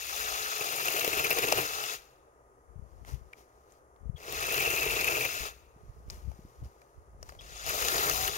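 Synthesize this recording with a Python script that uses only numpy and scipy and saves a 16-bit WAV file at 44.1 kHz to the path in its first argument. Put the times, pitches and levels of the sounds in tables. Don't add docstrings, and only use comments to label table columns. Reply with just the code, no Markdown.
import sys
import numpy as np
from scipy import signal
from scipy.fft import rfft, irfft, next_fast_len
from scipy.io import wavfile
from scipy.ndimage import uniform_filter1d

SR = 44100
rng = np.random.default_rng(int(sys.argv[2]) if len(sys.argv) > 2 else 0)


def rack_gain(trim_db):
    fader = np.asarray(trim_db, float)
    return 10 ** (fader / 20)


def dump(signal):
    limited = np.clip(np.atleast_2d(signal).T, -1, 1)
    pcm = np.round(limited * 32767).astype(np.int16)
    wavfile.write(sys.argv[1], SR, pcm)


N = 369116

# pulled [t/s], up to speed [t/s], released [t/s],
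# chain rattle running free [level/dB], motor hum running free [level/dB]
RUNS = [
    (-.14, 0.202, 1.936, -42.5, -51),
    (4.16, 4.369, 5.465, -44, -55),
    (7.397, 7.689, 8.6, -46, -67),
]


def evened(x):
    return x / np.sqrt(np.mean(x ** 2) + 1e-20)


def smooth_noise(samples, length):
    return evened(uniform_filter1d(rng.standard_normal(length), samples))


def read(points, hz):
    f, value = np.transpose(points)
    return np.interp(np.log(hz + 1), np.log(f + 1), value)


def add(mix, s, sound):
    part = mix[..., round(s * SR):][..., :sound.shape[-1]]
    part += sound[..., :part.shape[-1]]


def bump(s, rise, fall):
    t = np.arange(N) / SR - s
    return np.exp(-(t / np.where(t < 0, rise, fall)) ** 2)


def colour(x, points):
    log_gain = np.log(rack_gain(read(points, abs(np.fft.fftfreq(4096, 1 / SR)))))
    taps = np.fft.ifft(np.exp(np.conj(signal.hilbert(log_gain)))).real[:2048]
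    return signal.oaconvolve(x, taps)[:len(x)]


def ring(x, modes):
    out = np.zeros(len(x))
    for hz, width, db in modes:
        r = np.exp(-np.pi * width / SR)
        pole = r * np.exp(2j * np.pi * hz / SR)
        out += 2 * rack_gain(db) * signal.lfilter([1 - r], [1, -pole], x).real
    return out


def clicks(per_s, spread_db):
    size = rack_gain(spread_db * np.minimum(rng.exponential(1, N), 4)) * rng.standard_normal(N)
    return evened(size * (rng.random(N) < per_s / SR))


def band_gain(x, lo_hz, hi_hz):
    hz, z = np.fft.rfftfreq(len(x), 1 / SR), rfft(x)
    power = np.sum(abs(z[(hz > lo_hz) & (hz < hi_hz)]) ** 2)
    return len(x) / np.sqrt(2 * power)


def wobbled(x, delay_s):
    at = np.arange(N)
    return np.interp(at - delay_s * SR, at, x)


def ports(x, likeness):
    # f/Hz, share [0-1]
    same_curve = [(700, .97), (1030, .87), (1380, .96), (1460, .9995), (1620, .9995), (1850, .88),
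                  (2700, .96), (3200, .7), (5500, .65), (7500, .3), (11000, .65), (16000, .5)]
    # f/Hz, phase [radians]
    lead_curve = [(0, 0), (400, .8), (1200, 2.65), (1470, 3.1), (1590, 3.2), (2070, 4.68), (2410, 5.8),
                  (2800, 6.3), (5170, 12.05), (7500, 17.1 - np.pi), (22050, 50.3 - np.pi)]
    # f/Hz, level/dB
    shade_curve = [(100, -.5), (690, -2.7), (1030, -1.6), (1300, -2.6), (1460, 0), (2070, .2), (2410, -4.8),
                   (3100, -3), (3700, -7), (6500, -14), (11500, -15.5), (16000, -32)]
    size = next_fast_len(N + 4096)
    hz = np.fft.rfftfreq(size, 1 / SR)
    same = np.clip(likeness * read(same_curve, hz), 0, 1)
    z = signal.stft(x, nperseg=128, noverlap=64)[2]
    random_turn = np.exp(2j * np.pi * rng.random(z.shape[::-1]).T)
    scattered = np.sqrt(2) * signal.istft(z * random_turn, nperseg=128, noverlap=64)[1]
    direct = same * np.exp(-1j * np.interp(hz, *np.transpose(lead_curve))) * rfft(x, size)
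    far = direct + np.sqrt(1 - same ** 2) * rfft(scattered[:N], size)
    return np.array([x, irfft(far * rack_gain(read(shade_curve, hz)), size)[:N]])


def sparse_tail(seconds, t60s):
    taps = np.zeros(int(seconds * SR))
    at = np.arange(40, len(taps) - 20, 20)
    taps[at + rng.integers(0, 20, len(at))] = rng.choice([-1., 1.], len(at))
    hz, t, z = signal.stft(taps, SR, nperseg=256)
    fading = rack_gain(-60 * t / read(t60s, hz)[:, None])
    tail = signal.istft(z * fading, SR, nperseg=256)[1]
    return tail / np.linalg.norm(tail)


def yard(x):
    # f/Hz, time to fall by 60 dB [s]
    echo_times = [(300, 1), (2500, 1), (8000, 0.28), (16000, 0.15)]
    tails = [np.pad(sparse_tail(0.89, echo_times), (600, 0)) for port in range(2)]
    return rack_gain(-29) * np.array([signal.oaconvolve(c, tail)[:N] for c, tail in zip(x, tails)])


def background():
    # f/Hz, level/dB
    town_colour = [(30, -7.5), (60, 13.5), (90, -11), (120, 6), (160, -14.5), (220, -14.5), (400, 6),
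                   (600, 2), (1000, -2), (1300, -0.5), (1600, -19), (1950, -14), (2500, -43), (4000, -37.5)]
    # f/Hz, level/dB
    hiss_colour = [(1500, 7.5), (4000, -12), (6500, 1.5), (8000, -5.5), (11300, 0.5), (11800, -13.5),
                   (16000, -9)]
    town = rack_gain(-60.5) * evened(colour(rng.standard_normal(N), town_colour))
    fan_hz, fan_db = 1233, -76.5
    fan = rack_gain(fan_db) * np.sin(2 * np.pi * fan_hz * np.arange(N) / SR)
    hiss = [evened(colour(rng.standard_normal(N), hiss_colour)) for port in range(2)]
    hiss_db = -71
    return ports(town, likeness=0.92) + fan + rack_gain([[hiss_db], [hiss_db - 7.5]]) * hiss


def gusts():
    # peak [t/s], level/dB, half width [s], what the near microphone feels more [dB]
    gust_list = [(.24, -59, 0.24, 14), (1.21, -54, 0.084, 4), (1.557, -52, 0.15, -0.5),
                 (2.802, -58.5, 0.091, 26), (2.99, -49.5, 0.044, 14), (3.15, -52.5, 0.087, 24),
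                 (4.071, -53, 0.049, 30), (4.4, -51, 0.054, -11), (4.9, -50.5, 0.61, 6),
                 (5.42, -51, 0.027, 14), (5.85, -51, 0.029, -6.5), (6.08, -47, 0.14, 3),
                 (6.28, -43.5, 0.054, 16.5), (6.448, -50.5, 0.045, 1.5), (6.639, -40, 0.04, 0),
                 (6.992, -53, 0.032, -4), (7.18, -51, 0.087, 4.5), (7.45, -51, 0.16, 3),
                 (7.67, -44.5, 0.028, -13), (7.85, -51.5, 0.14, 11), (8.22, -43, 0.18, 4)]
    breeze_db = -85.5
    gain = rack_gain(breeze_db)
    for s, db, width, near_db in gust_list:
        gain = gain + rack_gain(db + np.array([[.5], [-.5]]) * near_db) * bump(s, width, width)
    lumps = [clicks(per_s=250, spread_db=2.5) for _ in range(3)]
    shake = []
    for own in lumps[:2]:
        pushed = ring(own + 0.83 * lumps[2], [(62, 180, 0)])
        shake.append(evened(ring(pushed, [(58, 19, 24.0), (117, 16, -12.5)])))
    return gain * shake


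def thumps():
    # peak [t/s], level/dB, f/Hz, rise [s], what the near microphone feels more [dB]
    thump_list = [(2.763, -31, 71, 0.0067, 21), (2.796, -30, 72.4, 0.0038, 27.5),
                  (3.141, -20, 62, 0.013, 35), (4.098, -16, 68.7, 0.0039, 40),
                  (4.149, -27, 71.6, 0.0098, 32), (5.898, -31, 58.4, 0.01, -10.5),
                  (5.765, -44, 128, 0.0041, -3), (6.262, -30, 59.5, 0.0044, 38),
                  (6.298, -26.5, 58, 0.018, 27), (6.644, -34, 56.4, 0.016, -13),
                  (6.393, -37.5, 173, 0.0042, 3), (6.452, -39, 160, 0.0034, 2)]
    out, t = np.zeros((2, N)), np.arange(-4000, 4000) / SR
    for s, db, hz, rise, near_db in thump_list:
        swing = np.cos(2 * np.pi * hz * t) + 0.5 * np.cos(4 * np.pi * hz * t)
        sides = rack_gain(db - 5.5 + np.minimum([[near_db], [-near_db]], 0))
        swell = np.exp(-(t / np.where(t < 0, rise, 1.2 * rise)) ** 2)
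        add(out, s + t[0], sides * swing * swell)
    return out


def rustle():
    # peak [t/s], level/dB, rise [s], fall [s]
    swishes = [(2.95, -76, 0.11, 0.36), (3.085, -52, 0.022, 0.067), (3.389, -61.5, 0.022, 0.042),
               (3.66, -74.5, 0.59, 0.14), (3.72, -71, 0.032, 0.071), (5.9, -71.5, 0.17, 0.34),
               (6.129, -56.5, 0.028, 0.059), (6.23, -66.5, 0.1, 0.67), (6.648, -67, 0.012, 0.034),
               (6.739, -87, 0.08, 0.28), (7.281, -61, 0.053, 0.11), (7.44, -72, 0.058, .1)]
    # f/Hz, level/dB
    cloth_colour = [(300, 3.5), (1000, 4.5), (3200, -6), (6500, 0), (8200, -10), (11000, -5), (16000, -9)]
    grains = colour(clicks(per_s=14000, spread_db=-5.0), cloth_colour)
    swell = sum(rack_gain(db) * bump(s, rise, fall) for s, db, rise, fall in swishes)
    return swell * grains * band_gain(grains, 1600, 13800)


def snaps():
    # t/s, level/dB, f/Hz, part
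    # under 1 kHz [dB], part over 9 kHz [dB]
    snap_list = [(2.916, -64.5, 1960, 4, -21), (3.0486, -42, 740, -1, -24), (3.3327, -39, 2310, -32, -33),
                 (3.7216, -45.5, 6520, -18, -11), (3.962, -53.5, 1980, 8.5, -26),
                 (5.372, -54, 2703, -9.5, -14.5), (6.1004, -24, 5310, -30, -7),
                 (6.1011, -41, 1750, -25, -24), (6.105, -28, 6000, -32, -2),
                 (3.3305, -45, 1610, -30.5, -32), (4.2678, -45, 5940, -3, 0), (4.296, -31, 5500, -13, 5),
                 (1.047, -22, 2650, -9, -19), (1.5235, -7.5, 4620, -3, 1), (1.8384, -20.5, 2837, -33, -19),
                 (6.316, -41.5, 5500, 14.5, -8), (6.646, -50.5, 5050, -13, -19),
                 (6.818, -48, 2330, -21, -20), (6.816, -49, 1682, -25, -19), (7.228, -30, 5740, -7, -16),
                 (7.2895, -36, 5500, -14, -3), (7.2921, -34.5, 1280, -23, -25),
                 (7.2995, -45, 4600, -30, -20), (7.3216, -40.5, 586, -9, -29), (7.3496, -46, 600, -2, -33),
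                 (7.4094, -36, 2600, -26, -10), (7.417, -41, 3500, -24, -18), (7.664, -26.5, 5270, -7, -15),
                 (0.8831, -17, 2650, -12.5, -13.5), (0.964, -20, 2650, -27.5, -20),
                  (1.1355, -17, 2700, -13.5, -9), (1.3062, -16, 2600, -7, -4.5),
                  (1.3866, -24, 2600, -10.5, -6.5), (1.4422, -23.5, 2600, -19.5, -8.5),
                  (1.937, -37.5, 2700, -18, -13), (4.233, -34.5, 2600, -17, -6),
                  (4.7045, -21.5, 2650, -18.5, -18.5), (4.8356, -27, 2600, -21, -15.5),
                  (5.0124, -24.5, 2600, -15, -13), (5.0825, -27, 2600, -12.5, -11),
                  (7.8217, -21, 2600, -14, -10), (8.113, -18, 2800, -22, -14), (4.4925, -23, 2600, -13, -6)]
    first_s, gap_s, quicken = 4.1818, .0192, .86
    k = np.arange(3)
    tick_s = first_s + gap_s * (1 - quicken ** k) / (1 - quicken)
    link_ticks = [(s, db, 5200, -14, -2.5) for s, db in zip(tick_s, -44 + 2 * k)]

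    out, t = np.zeros(N), np.arange(1500) / SR
    rise_s = .001
    thin = signal.butter(2, 350, "high", fs=SR)
    for s, db, hz, low_db, high_db in snap_list + link_ticks:
        swell = t / rise_s * np.exp(1 - t / rise_s) + .12 * np.exp(-t / 0.0094)
        crack = rng.standard_normal(len(t)) * swell + 9 * (t == t[30])
        width = max(.12 * hz ** 2 / 2400, 250)
        piece = ring(ring(crack, [(hz, width, 0)]), [(hz, width, 12)])
        piece += ring(crack, [(1398, 500, 2.3), (5500, 3800, high_db + 11.0), (633, 190, low_db + 23.5)])
        fizz = ring(crack, [(11730, 9700, high_db - 18.0)])
        piece += signal.lfilter([1, -2, 1], [1], fizz)
        add(out, s, rack_gain(db + 4.5) * signal.lfilter(*thin, piece) / abs(piece).max())
    return out


def squeaks():
    # t/s, level/dB, start f/Hz, end f/Hz, length [s]
    squeak_list = [
        (4.158, -52, 3340, 3240, 0.024),
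        (7.388, -44, 3300, 3410, 0.019),
        (7.3885, -57, 5400, 5300, 0.012),
        (8.168, -34, 748, 750, 0.05),
        (8.125, -39, 730, 765, 0.16),
        (8.226, -35, 6250, 6310, 0.043),
    ]
    out = np.zeros(N)
    for s, db, start_hz, end_hz, length in squeak_list:
        hz = np.linspace(start_hz, end_hz, int(length * SR))
        hz = hz * (1 + .011 * (hz > 2000) * smooth_noise(60, len(hz)))
        tone = np.sin(2 * np.pi * np.cumsum(hz) / SR)
        add(out, s, rack_gain(db) * tone * signal.windows.tukey(len(hz), .4))
    return out


def throttle():
    # t/s, load [0-1], extra sway of the branch [dB]
    pushes = [
        [(.1, 0.45, -18), (.56, 0.26, -18), (.6, 0.43, -6.5), (.96, 0.84, 0.5), (1.12, 0.73, 1.5),
         (1.5, 0.61, 1), (1.6, 1, 5.5), (1.68, 0.11, 0), (1.94, 0.04, 0.5)],
        [(4.25, 0.44, 8.5), (4.4, 0, 1), (4.52, 0.77, 1), (4.6, 0.99, 0.5), (4.9, 0.7, 1.5), (5.24, 0.88, 2),
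         (5.275, 0.43, -5.5), (5.46, 0, -2)],
        [(7.45, 0.03, 8), (7.655, 0, -15), (7.67, 0.65, -0.5), (7.95, 1, 3.5), (8.11, 1, 3), (8.14, 1, -4),
         (8.285, 0.94, -8), (8.3, 0.48, 1)],
    ]
    t = np.arange(N) / SR
    for (pull, fast, release, *_), push in zip(RUNS, pushes):
        s, load, sway_db = np.transpose(push)
        on = np.clip((t - pull) / 0.0078, 0, 1)
        lack = np.clip((fast - t) / (fast - pull), 0, 1)
        since = np.maximum(t - release, 0)
        stiff = np.clip((s[-2] - t) / .3, 0, 1)
        yield on, lack, since, np.clip(np.interp(t, s, load), 0, 1.2), np.interp(t, s, sway_db), stiff


def motor():
    # multiple of the shaft speed, level/dB
    orders = [(.845, -7.5), (1, 1), (2, -7), (3, 6), (4, 1), (6, 3), (6.75, -1), (8, -1), (9, -2), (12, -1),
              (15, 1)]
    free_hz, sag, tight = 437, .07, .0175
    wind_db, load_db, brake_db_per_s = -43, -5.5, -450
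    out, waver = np.zeros(N), 1 + .0006 * smooth_noise(900, N)
    for (on, lack, since, load, _, stiff), (*_, hum_db) in zip(throttle(), RUNS):
        strain = np.clip((load - .42) / .3, 0, 1)
        hz = free_hz * (1 - .65 * lack ** 1.3) * (1 - sag * strain - tight * stiff) * np.exp(-since / 0.25)
        turns = np.cumsum(hz * waver * (1 + 15 * strain * (waver - 1))) / SR
        db = hum_db + wind_db * lack + load_db * strain + brake_db_per_s * since
        tones = sum(rack_gain(level_db) * np.sin(2 * np.pi * k * turns) for k, level_db in orders)
        out += on * rack_gain(db) * tones
    return out


def knocks():
    # t/s, level/dB, f/Hz
    slaps = [(0.877, -32, 477), (0.943, -29, 417), (1.036, -34, 470), (1.076, -24.5, 455),
             (1.133, -27.5, 425), (1.174, -29, 427), (1.196, -30, 482), (1.248, -28, 437),
             (1.307, -29, 405), (1.36, -32, 460), (1.384, -30.5, 494), (1.442, -32, 415), (1.528, -26, 490),
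             (4.529, -31.5, 654), (4.674, -28.5, 454), (4.734, -27, 443), (4.863, -26, 439),
             (4.966, -28, 436), (5.088, -30.5, 450), (5.134, -31.5, 410), (5.178, -33.5, 444),
             (7.74, -30, 622), (7.813, -35, 490), (7.845, -36, 490), (7.925, -30, 380), (7.952, -32, 460),
             (7.989, -40, 380), (8.282, -38.5, 404)]
    rise_s, fall_s = 0.0018, 0.0083
    out, t = np.zeros(N), np.arange(3000) / SR
    shape = (1 - np.exp(-(t / rise_s) ** 2)) * np.exp(-t / fall_s)
    for s, db, hz in slaps:
        add(out, s, rack_gain(db + 3.5) * shape * np.sin(2 * np.pi * hz * t))
    return out


def running():
    wind_losses = [-10.5, -29, -19]
    # branch thud [dB], bar ring [dB], chip spray [dB]
    free_levels = [
        (-13, -4, -5),
        (-3.5, 0, -4.5),
        (-9, -2.5, -9.5),
    ]
    # rattle [dB], branch thud [dB], bar ring [dB], chip spray [dB]
    load_levels = [
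        (1, 18.5, 10, 8.5),
        (3, 10, 14.5, 9),
        (8, 14, 5.5, 17.5),
    ]
    brake_db, brake_s, coast_db_per_s = -14, 0.047, -97
    chatter_db, chatter_s = 0, 0.022
    out, grip = np.zeros((4, N)), smooth_noise(max(int(chatter_s * SR), 2), N)
    settings = zip(throttle(), RUNS, wind_losses, free_levels, load_levels)
    for (on, lack, since, load, sway_db, stiff), run, wind_db, free_db, load_db in settings:
        db = run[3] + wind_db * lack ** 1.2
        db = db + brake_db * (1 - np.exp(-(since / brake_s) ** 2)) + coast_db_per_s * since
        wood_db = chatter_db * load * grip
        own_db = [1.5 * stiff, sway_db + wood_db, wood_db - 2.5 * lack, 0 * grip]
        db = db + np.outer(load_db, load) + np.array([0, *free_db])[:, None] + own_db
        out += on * rack_gain(db)
    return out


def bite_gains(bites, spits):
    gains, hops, t = np.zeros((4, N)), np.zeros(N), np.arange(4000) / SR
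    for s, db, rattle_db in spits:
        add(gains[::3], s, rack_gain(db - 10 + np.array([[rattle_db], [0]])) * np.exp(-t / 0.0011))
    slower = np.array([[1], [1.8], [1.2], [.8]])
    hop_s = 0.013
    for s, db, thud_db, length in bites:
        rise = 1 - np.exp(-t / (0.00093 * slower ** 2))
        fall = np.exp(-(t / (max(length, .002) * slower)) ** 2)
        part_db = np.array([[-21.0], [thud_db - 10], [-6], [-12]])
        add(gains, s, rack_gain(db + part_db) * rise * fall)
        add(hops, s + 1.9 * length, np.sin(np.pi * np.minimum(t / (2 * hop_s), 1)) ** 2)
    return gains, np.minimum(hops, 1)


def bar(x):
    # f/Hz, width [Hz], level/dB
    bar_modes = [
        [(2405, 370, -3), (2700, 190, 3)],
        [(2390, 490, -3), (2645, 100, 4.5)],
        [(2480, 570, -5), (2746, 190, 1)],
    ]
    # f/Hz, width [Hz], level/dB
    bar_span = [(2498, 360, 0)]
    run = np.searchsorted(np.transpose(RUNS)[0] - .1, np.arange(N) / SR) - 1
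    out = np.zeros(N)
    for k, modes in enumerate(bar_modes):
        out[run == k] = ring(ring(x[run == k], bar_span), modes)
    return out


def saw():
    # t/s, bar level/dB, branch thud over it [dB], length [s]
    first_bites = [(0.607, -30.5, 2.5, 0.0086), (0.6593, -37.5, -3, 0.032), (.7244, -42, 10.5, 0.012),
                   (0.7883, -42.5, -8, 0.018), (0.862, -31.5, -2.5, 0.013), (0.882, -19, -3, 0.0035),
                   (0.9654, -30, -14, 0.024), (1.006, -29, -9.5, 0.032), (1.0463, -25.5, -5, 0.0059),
                   (1.0723, -29.5, 3.5, 0.011), (1.1275, -24.5, 0, 0.0089), (1.176, -27.5, -11, 0.015),
                   (1.1928, -26, 2.5, 0.01), (1.2407, -22.5, -8.5, 0.017), (1.3038, -19.5, -4, 0.013),
                   (1.3646, -29.5, 5, 0.024), (1.4218, -27, 1.5, 0.02), (1.4693, -28.5, 1, 0.029),
                   (1.518, -20, -7, .007), (1.57, -30, -10, 0.049), (1.8364, -24.5, -13, 0.0031),
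                   (1.1335, -31.5, -8.5, 0.0023), (1.265, -29.5, -10.5, 0.0038), (1.32, -25, -5.5, 0.0073),
                   (1.386, -28, -4.5, 0.0049), (1.438, -23.5, -11.5, 0.0037), (1.53, -28, -0.5, 0.0048)]
    # t/s, bar level/dB, branch thud over it [dB], length [s]
    second_bites = [(4.4226, -34, 6.5, 0.01), (4.4672, -34, -3.5, 0.0079), (4.488, -30, -11, 0.0048),
                    (4.5096, -35, 5.5, 0.0044), (4.541, -20, -16, 0.005), (4.575, -21.5, 1.5, 0.0047),
                    (4.6036, -13, -20, 0.0023), (4.6217, -25.5, 2.5, 0.0057), (4.661, -39, -7, 0.008),
                    (4.6993, -26.5, -8, 0.0061), (4.725, -33.5, -0.5, 0.012), (4.756, -26.5, -8, 0.0057),
                    (4.773, -25, -16, 0.0098), (4.828, -24, -22, 0.0068), (4.854, -23, -3, 0.0071),
                    (4.9073, -28.5, -12.5, 0.016), (4.9345, -26, 3, 0.0036), (4.953, -33.5, -7.5, 0.011),
                    (5.0085, -22.5, -6, 0.0047), (5.0424, -19.5, -18.5, 0.0062),
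                    (5.0736, -21.5, -13, 0.0075), (5.102, -28, -11, 0.012), (5.1575, -29, -10, 0.011),
                    (5.2037, -31, -8.5, 0.008), (5.2496, -21.5, -1.5, 0.007)]
    # t/s, bar level/dB, branch thud over it [dB], length [s]
    third_bites = [(7.693, -31, -1, 0.013), (7.7433, -38, -2, 0.007), (7.8195, -22.5, -4, 0.0063),
                   (7.8485, -30.5, 3, 0.0052), (7.991, -35, -9, 0.0055), (8.063, -38.5, 10.5, 0.013),
                   (8.086, -33, 5, 0.012), (8.2773, -31, -4, 0.01)]
    # t/s, spray level/dB, rattle over it [dB]
    spit_list = [(0.6446, -24, -12), (0.725, -22, -7), (0.7624, -16, -9), (0.8556, -16, -2),
                 (0.903, -22, 0), (0.924, -17, -6), (0.9499, -28, -1.5), (0.9794, -29, -1.5),
                 (0.9951, -19, 2), (1.026, -33, -2), (4.3244, -21, -7), (4.3626, -30, -1.5),
                 (4.4086, -24, 1), (4.7621, -26, 2), (5.0404, -28, -6.5),
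                 (1.0459, -20, 2.5), (1.0776, -18, -1), (1.1768, -23, -2), (1.1957, -33, -5.5),
                  (1.3062, -20, -14), (1.3289, -16, -11), (1.3874, -17.5, -3), (1.4236, -24, 2.5),
                  (1.486, -25, 0.5), (1.579, -22.5, 2), (1.6145, -23.5, -6), (4.4317, -25, -3),
                  (4.4674, -23, -7.5), (4.525, -15.5, -2.5), (4.702, -37, -6.5), (4.8359, -37, -3),
                  (5.011, -23, 1), (5.0817, -33, -7), (5.2097, -28, 2), (7.664, -21.5, -13),
                  (7.694, -21, -9), (7.8164, -29, -5), (7.849, -22.5, 1), (7.8844, -16.5, 5),
                  (7.9904, -38, -11), (8.06, -27, -1), (8.0974, -18, 5), (8.2778, -16, -0.5)]
    # f/Hz, width [Hz], level/dB
    housing_modes = [(777, 140, -2), (1312, 190, 9), (2650, 31, 4.5), (3500, 39, 6), (3850, 79, 4),
                     (5150, 73, 2), (6520, 120, 9)]
    # f/Hz, level/dB
    chain_colour = [(250, -46), (400, -10.5), (800, -4.5), (1000, -17), (1200, -6), (1600, -5), (2100, -6),
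                    (3200, -5.5), (4600, -2.5), (7300, -4), (8200, -16), (9500, -8.5), (16000, -25.5)]
    # f/Hz, width [Hz], level/dB
    branch_modes = [(117, 65, -4.5), (303.2, 11, -2), (446.6, 110, 4.5), (642, 74, 0), (1250, 550, -4)]
    # f/Hz, level/dB
    branch_bass = [(60, -25.5), (130, -2), (220, -14.5), (340, -3.5)]
    # f/Hz, level/dB
    chip_colour = [(4000, -24), (8200, -9.5), (9500, -4.5), (13000, 2), (15800, 0.5), (17000, -51)]

    bites, spits = first_bites + second_bites + third_bites, spit_list
    bite, hops = bite_gains(bites, spits)
    hop_db = -2 * hops * [[.4], [1], [1], [.6]]
    steady = running() * rack_gain(hop_db) * rack_gain([[5], [-.5], [-.5], [5]])
    bite = bite * rack_gain([[5], [1.5], [1.5], [5]])

    links = clicks(per_s=18000, spread_db=-3.5)
    cutters = clicks(per_s=5000, spread_db=-0.36)
    chips = clicks(per_s=9000, spread_db=1.1)
    tearing = rng.standard_normal(N)
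    starts = np.array([row[0] for row in bites + spits])
    tearing[((starts + .0008) * SR).astype(int)] = 2.4

    slow = int(.03 * SR)
    shake = .00025 * evened(uniform_filter1d(uniform_filter1d(rng.standard_normal(N), slow), slow))

    def rattle(x):
        return colour(x + wobbled(ring(x, housing_modes), shake), chain_colour)

    def thud(x):
        return colour(ring(x, branch_modes), branch_bass)

    def bar_ring(x):
        return wobbled(bar(x), shake)

    def spray(x):
        return colour(x, chip_colour)

    # hits, what they shake, and the band that sets its level [Hz]
    parts = [(links, rattle, 3300, 7600), (cutters, thud, 300, 900),
             (cutters, bar_ring, 2250, 3000), (chips, spray, 9000, 15500)]
    out = np.zeros(N)
    for (hits, sounding, lo, hi), steady_gain, bite_gain in zip(parts, steady, bite):
        driven = sounding(steady_gain * hits + bite_gain * tearing)
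        out += driven * band_gain(sounding(tearing), lo, hi)
    return out


def scene():
    near = ports(saw() + knocks() + motor() + squeaks() + snaps() + rustle(), likeness=0.91)
    return near + yard(near) + gusts() + thumps() + background()


def thinned(x):
    drop_hz, drop_db, loud_db = (1380, 1720), -11.5, -76
    both = np.array([x[0] + x[1], x[0] - x[1]]) / 2
    hz, t, z = signal.stft(both, SR, nperseg=2048, noverlap=1024)
    for lo in np.arange(*np.searchsorted(hz, drop_hz), 4):
        mid, side = (abs(z[:, lo:lo + 4]) ** 2).sum(1)
        weak = (mid < side * rack_gain(2 * drop_db)) & (side > rack_gain(2 * loud_db))
        z[0, lo:lo + 4] *= np.where(weak, .02, 1)
    mid, side = signal.istft(z, SR, nperseg=2048, noverlap=1024)[1][:, :N]
    return np.array([mid + side, mid - side])


def low_pass(x):
    return signal.sosfilt(signal.butter(12, 16820, fs=SR, output="sos"), x)


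def record(dry):
    edge = signal.firwin(511, 15790, window=("kaiser", 7), fs=SR)
    limited = signal.oaconvolve(dry, edge[None], "same")
    return low_pass(thinned(limited))


dry = scene()
out = record(dry)
dump(out)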